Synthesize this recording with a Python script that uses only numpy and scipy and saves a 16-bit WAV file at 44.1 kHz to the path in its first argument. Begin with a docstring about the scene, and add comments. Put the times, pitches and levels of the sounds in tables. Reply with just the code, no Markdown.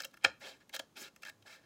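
"""Crunchy bites come first: small scissors snip paper close to a phone microphone in a quiet room.
The blades then knock shut with a loud clack and a low thump; opening, they slide with a smooth hiss.
Bites and slides are grainy noise and knocks are short pushes, all ringing the same blades and sheet.
Room echo and steady room tone surround them; a faint low hum swells near the end."""
import sys
import numpy as np
from scipy import signal
from scipy.fft import rfft, irfft
from scipy.io import wavfile

SR = 44100
rng = np.random.default_rng(int(sys.argv[2]) if len(sys.argv) > 2 else 0)


def gain_from_decibels(decibels):
    """Convert decibel values to linear amplitude factors."""
    exponent = np.asarray(decibels, float) / 20
    return 10 ** exponent


def log_audio(samples):
    """Write samples as a 16-bit WAV file to the path given in sys.argv[1]."""
    # one column per channel
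    frames = np.atleast_2d(samples).T
    # limit to full scale, then quantise
    limited = np.clip(frames, -1, 1)
    pcm = np.round(limited * 32767).astype(np.int16)
    wavfile.write(sys.argv[1], SR, pcm)


N = 72765  # length in samples, 1.65 s


def read_spectrum(points, hz):
    """Reads a (pitch, value) table with straight lines between points on a log-pitch axis."""
    pitch_hz, value = np.transpose(points)
    return np.interp(np.log(hz + 1), np.log(pitch_hz + 1), value)


def favour(boost_db, favoured_hz):
    """Resonances near the favoured pitch are stirred harder."""
    width_octaves = 0.23
    return lambda hz: boost_db * np.exp(-(np.log2(hz / favoured_hz) / width_octaves) ** 2)


def fibres(size, grain_db):
    """Noise of tearing or rubbing fibres: short grains of unequal strength."""
    grains_per_s = 3100
    grain_levels_db = grain_db * np.minimum(rng.exponential(1, size), 4)
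    grain_number = (np.arange(size) * grains_per_s / SR).astype(int)
    noise = rng.standard_normal(size) * gain_from_decibels(grain_levels_db[grain_number])
    return noise / np.sqrt(np.mean(noise ** 2))


def ring(drive, modes, stir_db):
    """Sums resonances of alternate sign; stir_db(hz) says how hard the drive reaches each."""
    out = 0
    for k, (hz, width_hz, level_db) in enumerate(modes):
        radius = np.exp(-np.pi * width_hz / SR)  # a narrower resonance rings longer
        feedback = [1, -2 * radius * np.cos(2 * np.pi * hz / SR), radius * radius]
        tone = signal.lfilter([1, 0, -1], feedback, drive * gain_from_decibels(stir_db(hz)))
        out = out + (-1) ** k * gain_from_decibels(level_db) * (1 - radius) * tone
    return out


# resonances of blades, handles and sheet: pitch_hz, width_hz, relative level_db
LOW_RING = [(290, 60, -13), (540, 30, 0), (650, 50, -2), (840, 80, -3)]
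HIGH_RING = [(4466, 330, -6), (5173, 150, -2), (5615, 280, -8.5), (6180, 220, -7), (6830, 280, -8),
             (7690, 350, -8), (8600, 900, -13), (9570, 1200, -14), (12380, 1600, -11.5), (13100, 1800, -15),
             (15200, 1800, -16.5)]
# middle resonances of the blades: pitch_hz, width_hz
BLADE_SHAPES = [(1220, 90), (1390, 80), (1660, 70), (1800, 70), (2130, 80), (2300, 130), (2600, 110),
                (2770, 80), (3180, 90), (3560, 170), (3930, 130), (4170, 170)]
# one relative level_db for each blade resonance
BLADE_LEVELS = [-6, -0.5, 3, -1, -1.5, -2.5, -1.5, -4, 0, -7.5, -2, -5]


def body(drive, low_db, tilt_db, stir_db):
    """The drive rings the low, middle and high resonances of the scissors and sheet."""
    low_answer_db, tilt_from_hz = 10.5, 3740
    blade_modes = np.column_stack([BLADE_SHAPES, BLADE_LEVELS])
    low = ring(drive, LOW_RING, lambda hz: low_db + low_answer_db)
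    middle = ring(drive, blade_modes, stir_db)
    high = ring(drive, HIGH_RING, lambda hz: stir_db(hz) + tilt_db * np.log2(hz / tilt_from_hz))
    return low + middle + high


# bites and ticks of the closing blades: peak_s, level_db, rise_ms (per 20 dB), fall_ms (per 20 dB),
# relative low_ring_db, treble_tilt_db (per octave), favoured_hz
BITES = [(.004, -38, 21.6, 12.6, -13, -2.5, 1570), (.020, -45, 7.4, 13.7, -9, 4.5, 2230),
         (.036, -39.5, 3.6, 4, -17, -6, 4240), (.049, -36, 7.7, 7.5, -8.5, 0.5, 3000),
         (0.113, -65.5, 4.6, 6.4, -36, 3, 3780), (0.143, -56.5, 16, 7.5, -7.5, 0, 1710),
         (.173, -57, 8.2, 5, -23, 1, 2900), (.226, -57, 20, 15, -7.5, -10, 2450),
         (0.237, -43.5, 4.4, 2.2, -24, -8, 2780), (0.2419, -34, 1.3, 3.4, -21, -2, 7720),
         (0.2453, -20, 3.4, 6, -8, -12, 1435), (0.2476, -11.5, 3, 2.5, -25, -15, 2300),
         (0.2521, -31, 0.99, 9.1, -0.5, -2.5, 2260), (0.2622, -39.5, 4, 17, -1, -24, 2200),
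         (.694, -48.5, 1.2, 5.2, -9.5, 1, 2150), (0.7283, -53, 1.9, 14, -2, -5, 4350),
         (.7365, -43.5, 1.5, 17, -1.5, -5, 3320), (.7415, -42, 13, 6, -10, -6.5, 3340),
         (0.7503, -36, 13, 8.6, -9.5, 2, 3790), (0.7641, -35.5, 8.1, 7.1, -11, -2, 3230),
         (0.7925, -36.5, 1.2, 8.2, -7, 1.5, 3300), (0.7964, -33, 4.4, 5.3, -5.5, -2, 3200),
         (1.1615, -49, 0.86, 4, -10, 1, 2630), (1.223, -53.5, 4.5, 4.7, -13, 2, 3500),
         (1.234, -43, 12.3, 10.7, -10.5, -3.5, 2500), (1.249, -45, 0.82, 20, -14, -3, 1900),
         (1.262, -42, 3, 12.5, -13, -9, 1660), (1.270, -50, 3, 28, -6, 2, 2600),
         (1.283, -41.5, 4, 9.8, -12, -12, 1600), (1.297, -42.5, 9, 3.6, -13, -0.5, 2100),
         (1.424, -58, 3, 5, -15, -2, 3200)]


def bites():
    """Each bite of fibre noise swells, dies quickly and leaves the blades ringing."""
    before, size = 1024, 4096  # samples ahead of the peak, samples in all
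    favour_db, grain_db = 8.5, 4
    spread_db = 1.1  # random spread of each middle and high resonance's level, drawn anew for each bite
    t_ms = (np.arange(size) - before) / SR * 1000
    out = np.zeros(N + size)
    for peak_s, level_db, rise_ms, fall_ms, low_db, tilt_db, favoured_hz in BITES:
        shape = gain_from_decibels(np.where(t_ms < 0, 20 * t_ms / rise_ms, -20 * t_ms / fall_ms))
        favoured_db = favour(favour_db, favoured_hz)
        stir_db = lambda hz: favoured_db(hz) + spread_db * rng.standard_normal()
        sound = body(fibres(size, grain_db) * shape, low_db, tilt_db, stir_db)
        # give the ringing sound the same energy as its shape
        sound = sound * np.sqrt(np.sum(shape ** 2) / np.sum(sound ** 2))
        at = round(peak_s * SR)
        out[at:at + size] += gain_from_decibels(level_db) * sound
    return out[before:N + before]


# colour of the room tone: pitch_hz, relative level_db (per Hz)
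AIR_COLOUR = [(15, -47.5), (25, -13), (206, -4.5), (624, -13), (962, -16.5), (1130, -15), (1650, -22),
              (5730, -25.5), (6560, -23), (7710, -29), (16000, -34)]


def air():
    """Steady room tone: noise shaped to one fixed spectrum."""
    spectrum = rfft(rng.standard_normal(N)) * gain_from_decibels(read_spectrum(AIR_COLOUR, np.fft.rfftfreq(N, 1 / SR)))
    noise = irfft(spectrum, N)
    return gain_from_decibels(-70.5) * noise / np.sqrt(np.mean(noise ** 2))


# how long the echo lasts: pitch_hz, decay_s (time to fall 60 dB)
ROOM_DECAY = [(150, 0.45), (600, 0.15), (2500, 0.27), (6000, 0.15), (14000, 0.17)]
# colour of the echo as it starts: pitch_hz, relative level_db
ROOM_COLOUR = [(200, 5), (1000, 3.5), (2500, -9), (6000, 4.5), (14000, -6)]


def room(near):
    """Three noise tails that die by band, fed in turn so that like hits do not ring alike."""
    out = np.zeros(N)
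    for k in range(3):
        hz, t, noise = signal.stft(rng.standard_normal(SR // 2), SR, nperseg=256)
        start_db = read_spectrum(ROOM_COLOUR, hz)[:, None]
        fade_db = 60 * t / read_spectrum(ROOM_DECAY, hz)[:, None]
        tail = signal.istft(noise * gain_from_decibels(start_db - fade_db), SR, nperseg=256)[1]
        tail[:200] = 0  # the echo arrives after about 4.5 ms
        turn = np.sqrt(2 / 3) * np.cos(np.pi * (np.arange(N) / SR * 40 + k / 3))  # 20 Hz, offset per tail
        out += signal.fftconvolve(near * turn, tail / np.linalg.norm(tail))[:N]
    return gain_from_decibels(-17) * out


# the blades knock together: start_s, peak_db, contact_ms, relative low_ring_db, favoured_hz
CLACKS = [(.140, -47, .45, -32, 1644), (.1715, -47.5, 0.414, -29.5, 1675),
          (0.2484, -12.5, .12, -18.5, 2300), (.2595, -20.5, 0.39, -11, 2215), (.796, -39, 0.089, -7, 3180)]


def clacks():
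    """One hard, short contact, half a sine wave long, rings everything at once."""
    t_ms = np.arange(4096) / SR * 1000
    out = np.zeros(N)
    for start_s, peak_db, contact_ms, low_db, favoured_hz in CLACKS:
        contact = np.sin(np.pi * np.minimum(t_ms / contact_ms, 1))
        sound = body(contact, low_db, 0, favour(1, favoured_hz))
        out[round(start_s * SR):][:len(t_ms)] += gain_from_decibels(peak_db) * sound / abs(sound).max()
    return out


def thump():
    """The clack shakes hand and table: a short low push, sinking in pitch."""
    start_s, peak_db, rate_per_s = 0.250, -51, 95
    start_hz, end_hz = 260, 75
    t = np.maximum(np.arange(N) / SR - start_s, 0)
    hz = end_hz + (start_hz - end_hz) * np.exp(-t * rate_per_s)
    push = np.e * t * rate_per_s * np.exp(-t * rate_per_s)  # rises to 1, then dies away
    return gain_from_decibels(peak_db) * push * np.sin(2 * np.pi * np.cumsum(hz * (t > 0)) / SR)


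# blades sliding open along the sheet, one list per slide: time_s, relative level_db,
# relative low_ring_db, relative sheet_flex_db, treble_tilt_db (per octave), favoured_hz
SLIDES = [
    [(.397, -83, -12, -3, 9.5, 1700), (.409, -55.5, -2, -30, -4.5, 1900),
     (.44, -49.5, -8.5, -26.5, -6.5, 2200), (.475, -49.5, -4, -30, -3, 4400),
     (.50, -53, -9, -32.5, -3, 4300), (.559, -64.5, -9.5, -20, -7, 1650), (.575, -75, -3.5, -18, 1, 1700),
     (.595, -86, -15, -22, -6, 1910), (.605, -65, -13.5, -35, -5, 1900), (.629, -69.5, -5, -18, -9, 1770),
     (.64, -98, -12, -4, -5, 1860)],
    [(.948, -96.5, -1, -0.5, -7, 2790), (.957, -57.5, -9, -20, -10.5, 2920),
     (.969, -48, -11, -29.5, -3, 3000), (.995, -54.5, -10, -19, 3, 5400),
     (1.022, -49.5, -12, -22, 2.5, 7600), (1.037, -50, -11, -30, -1, 4000),
     (1.06, -52.5, -18, -32, -3.5, 3500), (1.083, -56.5, -12, -29, -3, 2360),
     (1.11, -100, 0, -12.5, 0, 2100)],
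    [(1.451, -75.5, 6, -2.5, -4, 1844), (1.463, -55.5, -12.5, -36, -5.5, 1700),
     (1.49, -56.5, -10.5, -32.5, -4, 1700), (1.525, -55, -15, -47, -3.5, 2300),
     (1.561, -59.5, -12.5, -33, -3, 1660), (1.575, -64.5, -7.5, -36, -6, 1810),
     (1.607, -74.5, -5.5, -25, -6, 2000), (1.65, -71, -5, -20, -9, 1880)],
]
# the free sheet bending: pitch_hz, width_hz, relative level_db
FLEX_RING = [(176, 119, -5), (264, 90, 6), (395.3, 34, 7)]


def slides():
    """Dense fine friction while the blades open; the sheet bends with them."""
    ring_answer_db, flex_answer_db = 11.5, 19  # how readily a slide rings the blades and bends the sheet
    favour_db, grain_db = 5, 2
    out, t = np.zeros(N), np.arange(N) / SR
    for rows in SLIDES:
        time_s, level_db, *rest = np.transpose(rows)
        low_db, flex_db, tilt_db, favoured_hz = (np.interp(t, time_s, column) for column in rest)
        level_now_db = ring_answer_db + np.interp(t, time_s, level_db, -150, -150)
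        drive = fibres(N, grain_db) * gain_from_decibels(level_now_db)
        out += body(drive, low_db, tilt_db, favour(favour_db, favoured_hz))
        out += ring(drive, FLEX_RING, lambda hz: flex_db + flex_answer_db)
    return out


# path of the low hum: time_s, pitch_hz, level_db (rms)
HUM = [(1.28, 116.2, -86), (1.316, 109, -80), (1.42, 103, -72), (1.552, 105.6, -84), (1.604, 109, -83),
       (1.65, 104, -77)]


def hum():
    """A faint low sine tone whose pitch and level drift along the table."""
    time_s, pitch_hz, level_db = np.transpose(HUM)
    t = np.arange(N) / SR
    phase = 2 * np.pi * np.cumsum(np.interp(t, time_s, pitch_hz)) / SR
    return np.sqrt(2) * gain_from_decibels(np.interp(t, time_s, level_db, -150)) * np.sin(phase)


def scene():
    """Scissors and thump, their echo in the room, the room tone and the hum."""
    near = bites() + clacks() + thump() + slides()
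    return (near + room(near) + air() + hum())[None]


def band_limit(x):
    """A steep low-pass at the top of the band."""
    return signal.sosfilt(signal.butter(12, 16520, fs=SR, output="sos"), x)


# band limits of the phone: lower_hz, upper_hz
EDGES_HZ = [45, 16250]


def record(dry):
    """The phone rolls off the deep bass and cuts the top treble steeply."""
    lower_hz, upper_hz = EDGES_HZ
    bass_cut = signal.butter(2, lower_hz, "high", fs=SR, output="sos")
    treble_cut = signal.cheby2(10, 30, upper_hz, fs=SR, output="sos")
    mix = signal.sosfilt(treble_cut, signal.sosfilt(bass_cut, dry))
    return band_limit(mix)


dry = scene()
out = record(dry)
log_audio(out)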